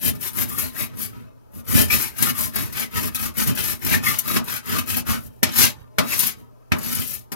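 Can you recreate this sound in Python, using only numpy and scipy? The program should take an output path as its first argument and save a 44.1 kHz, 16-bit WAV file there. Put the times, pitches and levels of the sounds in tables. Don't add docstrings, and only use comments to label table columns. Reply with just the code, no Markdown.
import sys
import numpy as np
from scipy import signal
from scipy.fft import rfft, irfft, next_fast_len
from scipy.io import wavfile
from scipy.ndimage import uniform_filter1d

SR = 44100
rng = np.random.default_rng(int(sys.argv[2]) if len(sys.argv) > 2 else 0)


def dump(signal):
    limited = np.clip(np.atleast_2d(signal).T, -1, 1)
    pcm = np.round(limited * 32767).astype(np.int16)
    wavfile.write(sys.argv[1], SR, pcm)


N = 324135

# (frequency [Hz], level [dB])
HUSH_SPECTRUM = [(40, -15), (90, -26.5), (240, -27), (480, -14), (1000, -24.5), (2000, -43), (5000, -42.5),
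                 (12000, -47)]
# (time of full pressure [s], attack [s], hold [s], release [s],
# push on the floor [dB], coarse rasp [dB], fine grit [dB], blade resonance at that grip [Hz])
BLADE_STROKES = [(0.06, 0.056, 0.027, 0.023, 6.5, 0, 10.5, 3600),
                 (0.14, 0.024, 0.023, 0.03, -4, -17.5, -16.5, 1320),
                 (0.232, 0.036, 0.05, 0.025, -16, -4.5, 2.5, 3500),
                 (0.396, 0.063, 0.026, 0.04, 4, -1, 7, 1280),
                 (0.493, 0.048, 0.035, 0.062, -2.5, -10.5, -3.5, 1040),
                 (0.594, 0.046, 0.032, 0.075, -4, -1.5, 3, 3590),
                 (0.805, 0.069, 0.011, 0.053, -0.5, -1, 4.5, 2040),
                 (0.902, .03, 0.068, 0.12, -7, -21, -35, 1330),
                 (1.017, 0.055, 0.0081, 0.066, -8, -6.5, 3.5, 4830),
                 (1.142, 0.061, 0.022, 0.14, -9.5, -21.5, -30, 1310),
                 (1.551, 0.036, 0.046, .025, -9, -25.5, -15, 1020),
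                 (1.709, 0.046, 0.034, 0.048, 8, -4.5, 5, 1090),
                 (1.758, 0.029, 0.048, 0.055, 11, 5, 11, 1450),
                 (1.926, 0.037, 0.021, 0.029, 6, 6.5, 11, 2360),
                 (1.984, 0.11, 0.045, 0.08, -12, -1.5, 4.5, 2400),
                 (2.22, 0.061, 0.078, 0.025, 2, 1, 5.5, 1460),
                 (2.391, 0.06, 0.05, 0.058, -2.5, -3, 5.5, 1230),
                 (2.556, 0.031, 0.049, 0.1, 2.5, -3.5, 0, 1940),
                 (2.78, 0.058, 0.046, 0.039, -5, 0, 0, 2320),
                 (2.973, 0.048, 0.0059, 0.044, 4, 1.5, 2, 2040),
                 (3.032, 0.11, 0.05, 0.013, 0.5, -3.5, -1, 1090),
                 (3.225, 0.092, 0.034, .045, -1, -2, 1.5, 1090),
                 (3.388, 0.036, 0.019, 0.069, 4, 0.5, 6, 1950),
                 (3.468, 0.013, 0.021, 0.045, 10, 0, 2, 2770),
                 (3.593, 0.049, .005, 0.025, 2.5, 1.5, 5, 1440),
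                 (3.649, 0.077, 0.063, 0.05, -4.5, -2, 4.5, 1430),
                 (3.857, 0.053, .07, .033, 5, -1.5, 2, 2300),
                 (3.933, 0.046, 0.0055, 0.046, 11.5, 9, 6.5, 2420),
                 (4.067, 0.046, 0.026, .1, -2.5, 3.5, 5, 1250),
                 (4.302, 0.072, 0.069, 0.028, 4, -0.5, 3.5, 1180),
                 (4.499, 0.058, 0.071, 0.03, -22, -3, -1.5, 1520),
                 (4.695, 0.054, 0.088, 0.056, 0, -0.5, -2, 1260),
                 (4.739, 0.046, 0.019, 0.022, 5.5, 2.5, -17, 1460),
                 (4.886, 0.029, 0.11, 0.019, -0.5, -2.5, 0.5, 2880),
                 (5.086, 0.03, 0.033, 0.061, 5.5, 3, 1.5, 1430),
                 (5.247, 0.11, 0.018, .024, -11, -31, -13.5, 3900),
                 (5.316, 0.066, 0.065, 0.048, -22, -41.5, -32, 3000),
                 (5.459, .012, .005, 0.076, -1, 0.5, -24, 3630),
                 (5.599, 0.063, 0.029, 0.064, 1.5, 11, 13, 3870),
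                 (6.127, 0.094, 0.015, 0.015, -5, 0.5, 2.5, 2280),
                 (6.192, 0.0076, .009, 0.016, -9, -11, 14.5, 1490),
                 (6.206, 0.11, 0.03, 0.029, -5, -1, 7, 4200),
                 (6.255, 0.018, 0.023, 0.048, -15, 0, 2.5, 4450),
                 (6.375, .024, 0.017, 0.063, -12.5, -29, -30, 1020),
                 (6.857, 0.091, .15, 0.054, -3, -5.5, -3, 4480),
                 (7.067, 0.13, 0.066, 0.082, -12, -15.5, -2.5, 3000)]
# (multiple of its resonance [ratio], level against the rasp [dB])
BENDING_MODES = [(1, 4.5), (1.7, -2.5), (2.7, -3)]
# (time [s], level [dB])
CRUNCH_LEVELS = [(1.2, -4.5), (1.6, -1), (5.2, 0.5), (5.6, 5.5), (6.1, 3)]
# (time [s], level [dB])
CRUMB_BURSTS = [(0.211, 13), (2.725, 18), (3.382, 13), (3.471, 13), (3.551, 16.5), (3.641, 9), (4.442, 6.5),
                (6.228, 18), (6.266, 19), (6.784, 13), (6.843, -1), (6.926, 19), (6.949, 23), (6.992, 20.5),
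                (7.016, 11), (7.074, 3), (7.107, 9.5), (7.138, 7), (7.146, 11)]
# (time [s], thud [dB], rasp [dB], grit [dB], chatter decay [s])
EDGE_KNOCKS = [(0.582, 23, -17, 13, 0.0063), (1.777, 32.5, 8, -15, 0.009), (2.181, 7, -8, 9, 0.0071),
               (2.223, 23, 13, 23.5, 0.0043), (2.558, 21, 10.5, 9, 0.0038), (3.147, 3, 2, 15, 0.0072),
               (3.923, 16, 9, 0, 0.0057), (4.034, 0, 4, 3, 0.0066), (4.186, -2, 4, 22, 0.0056),
               (4.278, 20, -10, 13, 0.0024), (4.361, 31.5, 12, -25, 0.01), (4.48, 14, 1, 3, 0.0033),
               (4.782, 14, -15, 13, 0.0043), (4.901, 9, -5, 14, 0.0026), (4.969, 30.5, -14, 13, 0.004),
               (5.43, 30, 28.5, 18, 0.0052), (5.984, 41, 23, 5.5, 0.0077), (6.719, 36, 18.5, -24, 0.0095),
               (7.318, 26.5, -7, 7, 0.009)]
# (time [s], level [dB])
FLOOR_BUMPS = [(1.753, 51.5), (1.801, 37), (3.469, 29), (3.862, 21), (4.715, 32), (4.948, 32), (5.089, 39),
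               (6.993, 37)]
# (time [s], length [s], first pitch [Hz], last pitch [Hz], level [dB])
BLADE_SQUEAKS = [(1.9, 0.0093, 2300, 2400, 9), (1.914, .026, 2320, 2720, 3),
                 (2.283, 0.022, 2790, 3000, -4.5), (6.128, 0.01, 2050, 2190, -1.5),
                 (3.149, 0.016, 3290, 4300, -3), (3.92, 0.019, 2267, 2580, 1.5),
                 (3.938, 0.012, 1860, 1740, 8), (4.065, 0.011, 2136, 1950, 9.5)]
# (frequency [Hz], left [dB], right [dB])
BROAD_RESPONSE = [(30.0, -36, -34), (60.0, -18.5, -17.5), (86.3, -13, -9), (173.7, -24, -21.5),
                  (537, -31.5, -38), (979, -32, -33.5), (2250, -21, -25.5), (3470, -27.5, -28),
                  (6130, -25, -27), (8450, -28, -31.5), (10640, -20, -32), (12070, -15, -30.5),
                  (14200, -21.5, -33), (15700.0, -28, -29.5)]
# (frequency [Hz], width [Hz], relative height left [dB], relative height right [dB])
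BOX_MODES = [(130, 59, 9, 0), (238.4, 37.8, 24, 23.5), (327.5, 15, 12.5, 11), (427, 50, 10.5, 16.5),
             (626.6, 61, 18, 19.5), (874, 23, 18.5, 19.5), (958, 45, 17, 11.5), (1043, 23, 15, 16),
             (1105, 17.8, 14, 14), (1206, 91, 16, 13), (1280, 62, 11.5, 13.5), (1472, 67, 12.5, -0.5),
             (1600, 43, 9, 2), (1784, 23, 9.5, -1), (1870, 91, -0.5, -2), (2018, 54, 6.5, 0),
             (2260, 62, 0.5, -6), (2580, 210, 6.5, 1), (3100, 45, 9.5, -1), (3740, 51, 5.5, -1),
             (3870, 34, 9, 3)]
# (frequency [Hz], lead of the left port [rad])
PORT_LEAD = [(30, 4.8), (85, 3.42), (130, 3.545), (250, 3.16), (420, 2.085), (620, 3.3), (870, 3.87),
             (1400, 4.42), (1700, 5.7), (2100, 4.1), (3000, 0.44), (4500, 4.5)]
# (frequency [Hz], t60 [s], level against the direct sound [dB])
WALL_ECHOES = [(142, 0.24, -15), (569, 0.34, -9), (1470, 0.15, 0), (3450, 0.14, 8), (8000, 0.12, 5.5),
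               (13670, 0.073, 0.5)]


def amp(db):
    return 10 ** (np.asarray(db) / 20)


def unit_rms(x):
    return x / np.sqrt(np.mean(x ** 2) + 1e-20)


def curves(rows, hz):
    table_hz, *columns = np.transpose(rows)
    return [np.interp(np.log(hz + 1), np.log(table_hz + 1), column) for column in columns]


def add(mix, s, sound):
    part = mix[max(round(s * SR), 0):][:len(sound)]
    part += sound[:len(part)]


def shaped(x, gain):
    size = next_fast_len(N + 4096)
    return irfft(rfft(x, size) * gain(np.fft.rfftfreq(size, 1 / SR)), size)[:N]


def below(hz, edge_hz):
    return 1 / (1 + (hz / edge_hz) ** 4)


def above(hz, edge_hz):
    return 1 - below(hz, edge_hz)


def background(hum_hz=118.4, hum_db=-39):
    hush = shaped(rng.standard_normal(N), lambda hz: amp(curves(HUSH_SPECTRUM, hz)[0]))
    return hush + amp(hum_db) * np.sin(2 * np.pi * hum_hz * np.arange(N) / SR)


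def slips(per_s, spread_db, clump_db, clump_hz, smooth):
    lumps = unit_rms(shaped(rng.standard_normal(N), lambda hz: below(hz, clump_hz) * above(hz, 23)))
    sizes = amp(spread_db * np.minimum(rng.exponential(1, N), 4)) * rng.choice([-1, 1], N)
    clicks = unit_rms(sizes * (rng.random(N) < per_s / SR))
    rub = smooth * rng.standard_normal(N)
    return unit_rms((clicks + rub) * amp(clump_db * lumps))


def blade_mode(drive, hz, width_hz=165):
    turn = np.exp(2j * np.pi * np.cumsum(hz) / SR)
    pole = np.exp(-np.pi * width_hz / SR)
    return 2 * (turn * signal.lfilter([1 - pole], [1, -pole], drive / turn)).real


def strokes(ease=1.44, wander=0.09, floor_lag_s=0.016):
    push_power, rasp_power, grit_power, ring = np.zeros((4, N))
    catches = slips(per_s=260, spread_db=1.5, clump_db=3.0, clump_hz=60, smooth=0.25)
    detune = np.exp(wander * unit_rms(shaped(rng.standard_normal(N), lambda hz: below(hz, 16.2))))
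    for s, attack, hold, release, push_db, rasp_db, grit_db, blade_hz in BLADE_STROKES:
        start = max(s - 3 * attack, 0)
        t = np.arange(start, min(s + hold + 3 * release, (N - 2) / SR), 1 / SR)
        slack = np.maximum(np.maximum((s - t) / attack, (t - s - hold) / release), 0) ** ease
        rasp = amp(rasp_db - 16 * slack)
        add(push_power, start, amp(push_db - 16 * slack) ** 2)
        add(rasp_power, start, rasp ** 2)
        add(grit_power, start, amp(grit_db - 19.5 * slack) ** 2)
        span = int(start * SR) + np.arange(len(t))
        drive, hz = rasp * catches[span], blade_hz * detune[span]
        for multiple, db in BENDING_MODES:
            add(ring, start, amp(db) * blade_mode(drive, hz * multiple))
    pole = np.exp(-1 / (floor_lag_s * SR))
    push_power = signal.lfilter([1 - pole], [1, -pole], push_power)
    return np.sqrt(push_power), np.sqrt(rasp_power), np.sqrt(grit_power), ring


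def scraping(boom_hz=430, crunch_hz=3000, grit_hz=7200, bite=1.11):
    coarse = slips(per_s=1300, spread_db=4.0, clump_db=2.0, clump_hz=112, smooth=0.6)
    fine = slips(per_s=5000, spread_db=3.0, clump_db=4.5, clump_hz=268, smooth=0.36)
    push, rasp, grit, ring = strokes()
    knock_rasp, knock_grit = chatter()
    rasp += knock_rasp
    grit += knock_grit + crumbs()
    drag = amp(0.5) * push * rng.standard_normal(N) + amp(-7.5) * rasp * coarse
    boom = shaped(drag, lambda hz: np.sqrt(below(hz, boom_hz) * above(hz, 50)))
    flex = amp(-18.5) * push ** 2.05 * rng.standard_normal(N)
    deep_boom = shaped(flex, lambda hz: below(hz, 120))
    grating = shaped(rasp * coarse, lambda hz: np.sqrt(above(hz, boom_hz) * below(hz, crunch_hz)))
    blade = ring + amp(-1.5) * grating
    grip = amp(np.interp(np.arange(N) / SR, *np.transpose(CRUNCH_LEVELS)))
    flakes = grip * np.sqrt(rasp * grit) ** bite * unit_rms(coarse + fine / 2)
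    crunch = shaped(flakes, lambda hz: above(hz, crunch_hz) * np.sqrt(below(hz, grit_hz)))
    hiss = shaped(grit * fine, lambda hz: above(hz, grit_hz))
    return boom + deep_boom + amp(-1.27) * blade + amp(-4.0) * crunch + amp(-3.5) * hiss


def burst(rise_s, decay_s):
    t = np.arange(SR // 8) / SR
    return np.exp(-t / decay_s) * (1 - np.exp(-t / rise_s))


def crumbs():
    grit = np.zeros(N)
    for s, db in CRUMB_BURSTS:
        add(grit, s, amp(db) * burst(rise_s=0.0018, decay_s=0.0022))
    return grit


def chatter():
    rasp, grit = np.zeros((2, N))
    for s, _, rasp_db, grit_db, decay in EDGE_KNOCKS:
        envelope = burst(rise_s=0.00074, decay_s=decay)
        add(rasp, s, amp(rasp_db) * envelope)
        add(grit, s, amp(grit_db) * envelope)
    return rasp, grit


def thuds(soft_hz=850, low_hz=130, judder_db=-21):
    blows = np.zeros(N)
    t = np.arange(SR // 8) / SR
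    for s, thud_db, _, _, decay in EDGE_KNOCKS:
        judder = np.exp(-t / (3.9 * decay)) * rng.standard_normal(len(t))
        add(blows, s + 0.00175, amp([thud_db]))
        add(blows, s + 0.0013, amp(thud_db + judder_db) * judder)
    soften = signal.butter(2, soft_hz, fs=SR, output="sos")
    return signal.sosfilt(soften, shaped(blows, lambda hz: above(hz, low_hz)))


def bumps(shove_s=0.0039):
    out = np.zeros(N)
    shove = signal.windows.hann(int(shove_s * SR))
    for s, db in FLOOR_BUMPS:
        add(out, s, amp(db) * shove / shove.sum())
    return shaped(out, lambda hz: above(hz, 56))


def squeaks(jitter=0.018, overtone_db=-22):
    out = np.zeros(N)
    for s, length, first_hz, last_hz, db in BLADE_SQUEAKS:
        count = int(length * SR)
        waver = unit_rms(uniform_filter1d(rng.standard_normal(4096), size=40))[:count]
        hz = np.linspace(first_hz, last_hz, count) * (1 + jitter * waver)
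        phase = 2 * np.pi * np.cumsum(hz) / SR
        tone = np.sin(phase) + amp(overtone_db) * np.sin(2 * phase)
        add(out, s, amp(db) * signal.windows.tukey(count, 0.5) * tone)
    return out


def echoes(size, early_t60=0.039, early_db=7):
    hz, t, noise = signal.stft(rng.standard_normal(size), SR, nperseg=128)
    t60 = curves(WALL_ECHOES, hz)[0][:, None]
    fade = amp(-60 * t / t60) + amp(early_db - 60 * t / early_t60)
    tail = signal.istft(noise * fade, SR, nperseg=128)[1][:size]
    onset = np.clip(np.arange(size) / SR / 0.0025, 0, 1)
    spectrum = rfft(tail * onset)
    return spectrum / np.sqrt(uniform_filter1d(abs(spectrum) ** 2, size=110))


def spot_response(size, lead, uneven_db=3.5, ring_db=-5.5):
    hz = np.fft.rfftfreq(size, 1 / SR)
    centre, width, *heights_db = np.transpose(BOX_MODES)
    peaks = 1 / (1 + (2 * (hz - centre[:, None]) / width[:, None]) ** 2)
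    favour_db = ring_db + uneven_db * rng.standard_normal(len(centre)) * above(centre, 540)
    mode_power = amp(np.array(heights_db) + favour_db) ** 2 @ peaks
    gains = amp(curves(BROAD_RESPONSE, hz)) * np.sqrt(1 + mode_power)
    log_gain = np.log(gains).mean(0)
    lag = signal.hilbert(np.r_[log_gain, log_gain[-2:0:-1]]).imag[:len(hz)]
    wet = amp(curves(WALL_ECHOES, hz)[1])
    direct = np.exp(-1j * np.outer([0, 1], curves(PORT_LEAD, hz)[0]))
    paths = (direct + wet * np.array([echoes(size), echoes(size)])) / np.sqrt(1 + wet ** 2)
    return np.roll(irfft(gains * np.exp(-1j * lag) * paths * above(hz, 22)), lead, axis=1)


def oven(force, spot_count=14, size=8192):
    lead, stay = size // 32, SR // 8
    spots = [spot_response(size, lead) for _ in range(spot_count)]
    out = np.zeros((2, N + size + stay))
    for k, start in enumerate(range(0, N, stay)):
        sound = signal.fftconvolve(force[None, start:start + stay], spots[k % spot_count], axes=1)
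        out[:, start:start + sound.shape[1]] += sound
    return out[:, lead:lead + N]


def scene():
    return amp(2.5) * oven(scraping() + thuds() + bumps() + squeaks() + background())


def record(dry):
    limited = dry / (1 + dry ** 6) ** (1 / 6)
    low_pass = signal.firwin(511, 15950, window=("kaiser", 9), fs=SR)
    return signal.oaconvolve(limited, low_pass[None], "same")


dry = scene()
out = record(dry)
dump(out)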